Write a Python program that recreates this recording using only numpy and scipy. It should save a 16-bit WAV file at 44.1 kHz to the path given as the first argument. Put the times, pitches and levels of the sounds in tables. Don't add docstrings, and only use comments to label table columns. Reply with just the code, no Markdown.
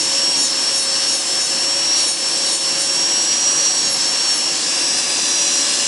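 import sys
import numpy as np
from scipy import signal
from scipy.fft import rfft, irfft
from scipy.io import wavfile
from scipy.ndimage import uniform_filter1d

SR = 44100
rng = np.random.default_rng(int(sys.argv[2]) if len(sys.argv) > 2 else 0)


def makeup_ratio(level_db):
    decades = np.asarray(level_db, float) / 20
    return 10 ** decades


def transcribe(u):
    v = np.clip(np.atleast_2d(u).T, -1, 1)
    q = np.round(v * 32767).astype(np.int16)
    wavfile.write(sys.argv[1], SR, q)


N = 258867
TIME = np.arange(N) / SR
HZ = np.fft.rfftfreq(N, 1 / SR)

# f/Hz, side over mid level/dB
WIDTH = [(60, -12), (110, -18), (190, -18.5), (340, -17.5), (600, -11.5), (1060, -13), (1890, -14),
         (3350, -11), (5960, -15), (10600, -13)]
WHINE_SIDE_DB = -19.5

# f/Hz, density level/dB per Hz
FAN_AIR = [(18, -59), (30, -27), (70, -29.5), (136, -10.5), (209, -9.5), (321, 2), (425, -7.5), (552, -4),
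           (606, -9), (758, -7.5), (1080, -6.5), (1380, -10), (1570, -1.5), (2080, -12.5), (2600, -9),
           (3380, -22.5), (5720, -120)]
FAN_DB = -31
# f/Hz, width/Hz, level/dB
FAN_MODES = [(348, 94, -5.5), (752, 54, 5), (1090, 210, 2), (1548, 290, -6.5)]
# f/Hz, rms level/dB
FAN_LINES = [(48.4, -69), (339.1, -44.5), (376.8, -51), (1550, -49), (1599, -57.5)]

# f/Hz, density level/dB per Hz
HISS = [(900, -24), (1600, -13), (2300, -11), (3500, -5), (5500, 0), (7000, -2.5), (8300, -3.5), (9200, -6),
        (11500, -9.5)]
# f/Hz, width/Hz, level/dB
OVER_NAIL = [(2730, 150, 8.5), (2938, 114, 9.5), (3227, 180, 6.5), (3830, 230, -0.5), (4370, 470, 5.5),
             (5630, 1000, 3), (7690, 560, 4), (8170, 300, 4)]
OVER_EDGE = [(2760, 250, 8), (2930, 76, 8.5), (3220, 260, 6), (4380, 430, 6.5), (5470, 640, 4),
             (6400, 300, 3.5), (6720, 230, 2.5), (7830, 760, 4.5), (10000, 1800, -1)]
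LIFTED = [(1700, 100, 4.8), (2700, 520, 7.5), (3500, 180, 6), (4000, 200, 1.6), (4740, 250, 4.4),
          (5000, 370, 7.2), (6200, 330, 4), (7900, 500, 2), (8460, 200, 2.5)]
TILTED = [(2780, 510, 8.5), (3320, 270, 4.5), (4200, 500, 3.5), (5200, 310, 5.8), (6560, 340, 3),
          (7660, 590, 5.7)]
# t/s, hiss level/dB
HOLDS = [
    (-1, -20.5),
    (3, -20),
    (4.64, -19),
    (5.5, -18),
]
LIFT_S, TURN_S = 4.6, 0.14

FREE_HZ, START_HZ, RECOVER_S = 576.6, 547.3, 0.557
# middle t/s, length/s, braking/(Hz per s)
PASSES = [(-.048, .243, 132), (.432, .182, 158), (.813, .139, 147.5), (1.164, .138, 207.5),
          (1.451, .076, 148), (2.096, .245, 143), (2.55, .168, 131), (2.828, .058, 80), (3.81, .332, 97.5),
          (3.906, .159, 77.5), (4.32, .124, 150), (4.607, .189, 40)]

SLOT_DB, SLOT_AT_HZ, SLOT_DB_PER_HZ, SLOT_LIFTED_DB = -20, 553.4, 0.12, -21
# middle t/s, length/s, depth/dB
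FADES = [(.55, .12, 1), (1.234, 0.088, 6), (1.53, 0.13, 1.5), (.15, .3, 0), (2.17, .1, 0.5),
         (2.4, 0.55, 1.5), (2.573, .05, 3), (2.83, .12, 4), (3.247, 0.043, 2), (4.585, 0.094, 20),
         (4.7, 0.14, 4), (4.99, .07, 2), (5.113, 0.25, 10), (5.72, 0.22, 9.5), (5.9, .14, 9)]
# order, level/dB over the nail, level/dB lifted
FAINT = [(2, -54, -54), (3, -52, -44), (4, -50, -46), (5, -46, -46), (6, -52, -48), (8, -44, -48),
         (9, -48, -38), (11, -47, -44), (12, -44, -46), (20, -43, -50)]
# order, level/dB over the nail, level/dB lifted, loss/dB per 100 Hz/s of braking
STEADY = [
    (14, -35.5, -36.5, 4),
    (13, -43, -41, -2),
    (7, -44.5, -38, -3),
    (1, -44.5, -43.5, 1),
]
WANDER_DB, WANDER_PER_S = 1.5, 7
# order, middle t/s, length/s, level/dB
SWELLS = [(14, 3.2, 0.18, -30), (14, 3.8, .25, -32), (14, 4.87, .1, -32), (14, 6.3, .3, -29.5),
          (13, 1.8, .3, -39), (13, 3.45, 0.7, -34), (13, 4.6, 0.25, -31), (13, 5.9, 0.32, -30),
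          (7, 5.5, 0.55, -34), (7, 1.9, 0.082, -33), (7, 2.52, 0.12, -36), (18, 0.48, .06, -39),
          (20, 1.16, .07, -34), (19, 2.3, .06, -36), (1, .05, 0.36, -37.5), (1, 0.93, .7, -38.5),
          (1, 1.7, 0.4, -38), (1, 2.6, 1.04, -38), (1, 3.56, 0.26, -40), (1, 3.9, 0.078, -36),
          (1, 5.7, 0.42, -41), (12, 3.86, 0.13, -29), (20, 3.94, 0.087, -30), (12, 4.33, .13, -31),
          (8, 4.3, .08, -30), (19, 4.36, .06, -34), (20, 4.37, .08, -36)]

# middle t/s, length/s, buzz level/dB, brightest order
STROKES = [(.035, .078, -34, 12), (.4, .047, -30, 11.5), (.45, .041, -28.5, 13), (.5, .028, -34, 14),
           (.77, .039, -30, 11), (.815, .055, -30, 17), (1.1, .05, -32, 13), (1.145, .035, -28, 12),
           (1.195, .05, -32, 20), (1.42, .03, -30, 12), (1.455, .035, -29, 14), (1.99, .052, -31, 8),
           (2.05, .06, -32, 13), (2.1, .04, -26.5, 14), (2.14, .04, -31, 17.5), (2.19, .042, -34, 18),
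           (2.49, .06, -32, 10), (2.55, .046, -26.5, 15), (2.61, .048, -33, 7), (2.83, .06, -30, 15)]
# order, level/dB
BUZZ = [(7, -1), (8, 1.5), (11, -2), (12, 3.5), (13, 2), (15, .5), (16, -2), (17, .5), (18, 1.5), (19, -4),
        (20, -4)]
FALL_DB_PER_ORDER, SHOULDER_DB, LUCK_DB = 1.6, 5, 1.6

# middle t/s, length/s, depth/dB
DUCKS = [(0.484, 0.12, 1.5), (0.83, 0.12, 2), (1.204, 0.17, 2), (1.453, .08, 2), (2.151, 0.14, 4),
         (2.582, 0.093, 3), (2.846, 0.06, 1.5), (3.925, 0.11, 0.5)]
TOP_HZ = 11030


def colour(points, modes=()):
    hz, db = np.transpose(points)
    bumps = sum(top_db * np.exp(-(2 * (HZ - f) / width) ** 2) for f, width, top_db in modes)
    return np.interp(np.log(HZ + 1), np.log(hz), db) + bumps


def walk(rate):
    hold = int(SR / rate)
    steps = np.repeat(rng.standard_normal(N // hold + 1), hold)
    return 1.24 * uniform_filter1d(uniform_filter1d(steps, hold), hold)[:N]


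def swell(s, length):
    return np.exp(-(2 * (TIME - s) / length) ** 2)


def rise(s):
    return np.clip((TIME - s) / TURN_S + 0.5, 0, 1)


def rush(points, modes, db):
    mid, side = rfft(rng.standard_normal((2, N)))
    direct_db = colour(points, modes)
    mid = mid * makeup_ratio(direct_db)
    side = side * makeup_ratio(0.5 * direct_db + 0.3 * colour(points) + colour(WIDTH) + 0.3)
    return irfft(np.array([mid + side, mid - side]), N) * makeup_ratio(db) / np.std(irfft(mid, N))


def flicker(x, edges, slow_db, quick_db):
    spectrum = rfft(x)
    bands = (irfft(spectrum * ((HZ >= lo) & (HZ < hi)), N) for lo, hi in zip(edges, edges[1:]))
    return sum(makeup_ratio(slow_db * walk(2.86) + quick_db * walk(14)) * band for band in bands)


def extractor():
    air = rush(FAN_AIR, FAN_MODES, FAN_DB)
    air = flicker(air, np.geomspace(20, 4000, num=9), slow_db=0.13, quick_db=0.7)
    lines = 0
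    for f, db in FAN_LINES:
        level = makeup_ratio(db + 1.6 * walk(4.89))
        lines = lines + level * np.sin(2 * np.pi * f * TIME + 0.76 * walk(4.12))
    return air + np.sqrt(2) * lines


def bearing_hiss(turns):
    begun = [rise(s) for s, _ in HOLDS] + [0]
    hiss = 0
    for here, after, (_, db), modes in zip(begun, begun[1:], HOLDS, (OVER_NAIL, OVER_EDGE, LIFTED, TILTED)):
        hiss = hiss + np.sqrt(here - after) * rush(HISS, modes, db)
    hiss = flicker(hiss, np.geomspace(800, 12000, num=13), slow_db=0.3, quick_db=0.8)
    hiss = hiss * makeup_ratio(0.5 * walk(40))
    return hiss * (1 + 0.08 * np.cos(2 * np.pi * turns))


def braking():
    return sum(brake * np.exp(-(2 * (TIME - s) / length) ** 4) for s, length, brake in PASSES)


def shaft_hz():
    lost = signal.lfilter([1 / SR], [1, -np.exp(-1 / SR / RECOVER_S)], braking())
    return FREE_HZ - lost - (FREE_HZ - START_HZ) * np.exp(-TIME / RECOVER_S)


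def slot_db(speed):
    near_db = SLOT_DB + SLOT_DB_PER_HZ * (speed - SLOT_AT_HZ)
    fades_db = sum(depth_db * swell(s, length) for s, length, depth_db in FADES)
    return near_db + rise(LIFT_S) * (SLOT_LIFTED_DB - near_db) - fades_db


def contact(order, db):
    power = 0
    for (s, length, bite_db, brightest), luck in zip(STROKES, rng.standard_normal(len(STROKES))):
        fall_db = min(FALL_DB_PER_ORDER * abs(order - brightest), SHOULDER_DB)
        top_db = db + bite_db - fall_db + LUCK_DB * luck
        away = (TIME - s) / length
        power = power + makeup_ratio(2 * top_db) * np.exp(-(1.8 * away) ** 4 / 2 - away ** 2)
    return power


def sing(turns, order, power, flutter_db, rate):
    phase = 2 * np.pi * (order * turns + rng.random())
    level = np.sqrt(2 * power) * makeup_ratio(flutter_db * walk(rate))
    side = makeup_ratio(WHINE_SIDE_DB) * np.sin(phase + 2 * walk(2.99))
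    return level * np.array([np.sin(phase) + side, np.sin(phase) - side])


def whine(speed, turns):
    power = {}
    for order, near_db, lifted_db, *_ in FAINT + STEADY:
        power[order] = makeup_ratio(2 * (near_db + rise(LIFT_S) * (lifted_db - near_db)))
    load = braking() / 100
    for order, *_, lost_db in STEADY:
        power[order] = power[order] * makeup_ratio(2 * (WANDER_DB * walk(WANDER_PER_S) - lost_db * load))
    for order, db in BUZZ:
        power[order] = power.get(order, 0) + contact(order, db)
    for order, s, length, db in SWELLS:
        power[order] = power[order] + makeup_ratio(2 * db) * swell(s, length)
    sound = sing(turns, order=10, power=makeup_ratio(2 * slot_db(speed)), flutter_db=1.5, rate=55)
    for order, p in power.items():
        sound = sound + sing(turns, order, p, flutter_db=0.8 + 0.07 * order, rate=40)
    return sound


def drill():
    speed = shaft_hz()
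    turns = np.cumsum(speed * (1 + 0.00062 * walk(60))) / SR
    sound = whine(speed, turns) + bearing_hiss(turns)
    return sound * makeup_ratio(np.array([[0.45], [-0.45]]) * rise(LIFT_S))


def scene():
    return drill() + extractor()


def top_cut(x):
    return signal.sosfilt(signal.butter(12, 11190, fs=SR, output="sos"), x)


def record(dry):
    ducks_db = sum(depth_db * swell(s, length) for s, length, depth_db in DUCKS)
    ducked = dry * makeup_ratio(-ducks_db)
    mix = irfft(rfft(ducked) * (HZ < TOP_HZ), N)
    return top_cut(mix)


dry = scene()
out = record(dry)
transcribe(out)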